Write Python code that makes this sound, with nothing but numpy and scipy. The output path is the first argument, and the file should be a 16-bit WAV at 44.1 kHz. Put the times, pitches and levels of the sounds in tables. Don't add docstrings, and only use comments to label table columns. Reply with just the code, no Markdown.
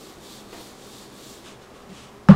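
import sys
import numpy as np
from scipy import signal
from scipy.fft import rfft, irfft, next_fast_len
from scipy.io import wavfile

SR = 44100
rng = np.random.default_rng(int(sys.argv[2]) if len(sys.argv) > 2 else 0)


def convert_level_to_amplitude(level_db):
    exponent = np.asarray(level_db, float) / 20
    return 10 ** exponent


def digitize_waveform(pressure):
    field = np.atleast_2d(pressure).T
    bounded = np.clip(field, -1, 1)
    quanta = np.round(bounded * 32767).astype(np.int16)
    wavfile.write(sys.argv[1], SR, quanta)


N = 103767


def rms_one(x):
    return x / np.sqrt(np.mean(x ** 2) + 1e-20)


def drift(rate_hz):
    r = np.exp(-2 * np.pi * rate_hz * 40 / SR)
    slow = signal.lfilter([1], [1, -2 * r, r * r], rng.standard_normal(N // 40 + 2002))
    slow = rms_one(slow[2000:])
    return np.interp(np.arange(N) / 40, np.arange(len(slow)), slow)


def resonance(x, hz, width_hz):
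    r = np.exp(-np.pi * width_hz / SR)
    poles = [1, -2 * r * np.cos(2 * np.pi * hz / SR), r * r]
    return signal.lfilter(np.array([1, 0, -1]) * (1 - r * r) / 2, poles, x)


def ring(clicks, hz, t60):
    r = convert_level_to_amplitude(-60 / (t60 * SR))
    w = 2 * np.pi * hz / SR
    return signal.lfilter([0, np.sin(w)], [1, -2 * r * np.cos(w), r * r], clicks + 1e-18)


def soften(x, hz):
    r = np.exp(-2 * np.pi * hz / SR)
    return signal.lfilter([(1 - r) ** 2], [1, -2 * r, r * r], x)


def colour(source, spectrum, patchy_db):
    hz, db = np.transpose(spectrum)
    size = next_fast_len(N)
    bins = np.maximum(np.arange(size // 2 + 1) * SR / size, 1)
    shape = convert_level_to_amplitude(np.interp(np.log(bins), np.log(hz), db))
    shape = shape * np.minimum(bins / hz[0], 1) ** 2
    shaped = irfft(rfft(source, size) * shape, size)[:N]
    return rms_one(shaped * convert_level_to_amplitude(patchy_db * drift(12)))


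def grains(per_s, spread_db):
    sizes = convert_level_to_amplitude(spread_db * np.minimum(rng.exponential(1, N), 5)) * rng.choice([-1, 1], N)
    return rms_one(sizes * (rng.random(N) < per_s / SR))


def arcs(rows, shape, peak_share=0.59):
    t, out = np.arange(N) / SR, np.zeros(N)
    for s, length, db in rows:
        phase = np.interp((t - s) / length, [0, peak_share, 1], [0, .5, 1])
        out += convert_level_to_amplitude(db) * np.abs(np.sin(np.pi * phase)) ** shape
    return out


def click(s, db):
    out = np.zeros(N)
    out[int(s * SR)] = convert_level_to_amplitude(db)
    return out


def dying(s, db, t60, rise_s):
    age = np.maximum(np.arange(N) / SR - s, 0)
    return convert_level_to_amplitude(db - 60 * age / t60) * (1 - np.exp(-age / rise_s))


def eraser():
    # start t/s, length t/s, level/dB
    strokes = [(-.1, 0.26, -49.5), (.2, 0.23, -47), (.48, 0.26, -47), (.78, 0.3, -48.5), (1.11, 0.31, -47)]
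    # f/Hz, level/dB per Hz
    felt = [(300, -37), (1500, -11), (2600, -4.5), (3400, 0), (5000, -1), (7800, -4.5), (9500, -6.5),
            (15500, -12)]
    # f/Hz, width f/Hz, gain/dB
    pad = [(3660, 540, -5), (4400, 600, -9.5), (7300, 1800, -8)]
    # f/Hz, width f/Hz, level/dB
    board_hum = [(373, 74, -58), (315, 19, -57), (500, 67, -66.5), (300, 80, -61.5)]
    lift_off_s, resting_db = 1.5, -55

    pressed = 1 / (1 + np.exp((np.arange(N) / SR - lift_off_s) / .02))
    speed = np.hypot(arcs(strokes, shape=0.62), convert_level_to_amplitude(resting_db) * pressed)
    slips = grains(per_s=9000, spread_db=0.5)
    tilting = sum(convert_level_to_amplitude(db + 3 * drift(3)) * resonance(slips, hz, w) for hz, w, db in pad)
    slips = colour(slips + tilting, felt, patchy_db=.5)
    dull = signal.lfilter(*signal.butter(1, 7000, fs=SR), slips)
    brightness = (speed / speed.max()) ** 0.2
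    hiss = speed * (dull + (slips - dull) * brightness)
    hum = sum(convert_level_to_amplitude(db + 0.51 * drift(9)) * rms_one(resonance(rng.standard_normal(N), hz, w))
              for hz, w, db in board_hum)
    return hiss + pressed * hum


def sleeve():
    # start t/s, length t/s, level/dB
    swishes = [(1.42, 0.16, -46.5), (1.6, 0.082, -55.5), (1.72, 0.15, -56), (1.885, 0.037, -55),
               (1.9, 0.23, -47.5)]
    # f/Hz, level/dB per Hz
    cloth = [(400, -20), (1000, 0.5), (2000, -4), (3000, 2), (4500, -4), (8000, -7.5), (11000, -18.5),
             (15500, -29)]
    rustle = colour(grains(per_s=9000, spread_db=2.2), cloth, patchy_db=.7)
    return arcs(swishes, shape=1.23, peak_share=0.29) * rustle


def bumps():
    # t/s, level/dB, contact hardness f/Hz
    hits = [(.530, -37, 3500), (.546, -34.5, 1230), (.579, -33.5, 600), (.604, -33, 900), (1.038, -45, 900),
            (.18, -37.5, 700)]
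    # f/Hz, level/dB, t60 t/s
    board = [(342, -4, .16), (394, -5, .15), (491, -5, .09), (700, -6.5, 0.11), (785, -8, .1),
             (940, -6, 0.091), (1130, -14, .04), (1850, -1, 0.039), (2440, -14, .015), (3600, -15, .01)]
    # t/s, level/dB, t60
    # t/s
    scuffs = [(0.527, -40, 0.25), (.577, -51.5, .15), (.601, -52, 0.089)]
    # f/Hz, level/dB per Hz
    scuff_tone = [(200, -18), (400, 2), (900, -4), (1800, -6), (2500, -8.5), (4000, -15), (8000, -25.5)]

    chance_db = rng.normal(0, 1.5, (len(hits), len(board)))
    drag = sum(dying(*row, rise_s=0.0016) for row in scuffs)
    out = drag * colour(grains(per_s=5600, spread_db=-1.5), scuff_tone, patchy_db=-2.5)
    for i, (s, db, hard_hz) in enumerate(hits):
        for k, (hz, mode_db, t60) in enumerate(board):
            strength_db = db - 2 + mode_db + chance_db[i, k]
            out += ring(soften(click(s, strength_db), hard_hz), hz, t60)
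    return out


def desk():
    # f/Hz, level/dB, t60 t/s, sign at the microphone
    desk_low = [(154.6, -1.4, .22, -1), (192.6, -5.2, .6, 1), (201.3, -2, .3, 1), (218.7, -9.5, .14, -1),
                (109.7, -25, .8, -1)]
    # f/Hz, level/dB, t60 t/s
    leg_modes = [(66, -19.5, .3), (27, -28, 0.38)]
    # f/Hz, level/dB, t60 t/s
    rap_modes = [(860, -6, 0.061), (1250, 0.5, 0.021), (1730, -4, 0.016), (2920, -17, .015)]
    # f/Hz, level/dB per Hz
    crack_tone = [(1500, -6), (3000, 0), (6000, -4), (8500, -15), (12000, -26), (15500, -33.5)]
    # f/Hz, level/dB per Hz
    rattle_tone = [(260, -19), (400, -1.5), (650, -7.5), (1200, 2.8), (2000, -11.5), (3600, -16),
                   (7000, -32), (15500, -51)]
    # start t/s, length t/s, level/dB
    leaning = [(1.885, 0.053, -36)]
    drop_s, rap_db, rattle_db = 2.2865, -9.5, -21
    thud_s, thud_db = 2.28874, 1.0

    thud = sum(sign * ring(click(thud_s, thud_db + db), hz, t60) for hz, db, t60, sign in desk_low)
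    legs = sum(ring(soften(click(thud_s, db), 220), hz, t60) for hz, db, t60 in leg_modes)
    rap = sum((-1) ** k * ring(click(drop_s, rap_db + db), hz, t60)
              for k, (hz, db, t60) in enumerate(rap_modes))

    rattle = colour(grains(per_s=7000, spread_db=2.5), rattle_tone, patchy_db=.4)
    body = signal.lfilter(*signal.butter(2, 1800, fs=SR), rattle)
    top = (rattle - body) * dying(drop_s, rattle_db + 0.5, t60=.4, rise_s=0.0042)
    body = body * dying(drop_s, rattle_db, t60=1.3, rise_s=0.0042)

    crack = colour(rng.standard_normal(N), crack_tone, patchy_db=1)
    crack = crack * dying(drop_s, db=-25, t60=0.017, rise_s=0.00028)
    lean = arcs(leaning, shape=.9, peak_share=0.76) * np.sin(2 * np.pi * 189.5 * np.arange(N) / SR)
    return thud + legs + rap + crack + body + top + lean


def ventilation():
    # f/Hz, width f/Hz, level/dB
    fan = [(68.7, 12, -62), (122, 6.7, -59.5), (136, 15, -59), (211, 16, -56), (250, 25, -58),
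           (763, 25, -63.5), (1115, 150, -58), (30, 21, -63)]
    # f/Hz, rms level/dB
    motor = [(202, -58), (396, -56)]
    # f/Hz, level/dB per Hz
    air_tone = [(20, -3), (92, -34), (190, -5.5), (404, -1.5), (1200, -10.5), (2090, -16.5), (7110, -26),
                (15500, -36.5)]
    humps = sum(convert_level_to_amplitude(db) * rms_one(resonance(rng.standard_normal(N), hz, w)) for hz, w, db in fan)
    tones = np.zeros(N)
    for hz, db in motor:
        level = convert_level_to_amplitude(db + 3 + 3.5 * drift(10))
        tones += level * np.sin(2 * np.pi * np.cumsum(hz + 6 * drift(8)) / SR)
    air = convert_level_to_amplitude(-48) * colour(rng.standard_normal(N), air_tone, patchy_db=.4)
    return air + humps + tones


def room(x):
    t60, tail_db, gap_s = .35, -10, .006
    t = np.arange(SR // 2) / SR
    tail = rng.standard_normal(len(t)) * convert_level_to_amplitude(-60 * t / t60) * (t > gap_s)
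    tail = tail / np.sqrt(np.sum(tail ** 2))
    return x + convert_level_to_amplitude(tail_db) * signal.fftconvolve(x, tail)[:N]


def scene():
    return (room(eraser() + sleeve() + bumps()) + desk() + ventilation())[None, :]


def band_limit(x):
    return signal.sosfilt(signal.butter(12, 15740, fs=SR, output="sos"), x)


def record(dry):
    overload = .96
    clipped = np.clip(dry, -overload, overload)
    low_pass = signal.ellip(10, .3, 60, 15750, fs=SR, output="sos")
    return band_limit(signal.sosfilt(low_pass, clipped))


dry = scene()
out = record(dry)
digitize_waveform(out)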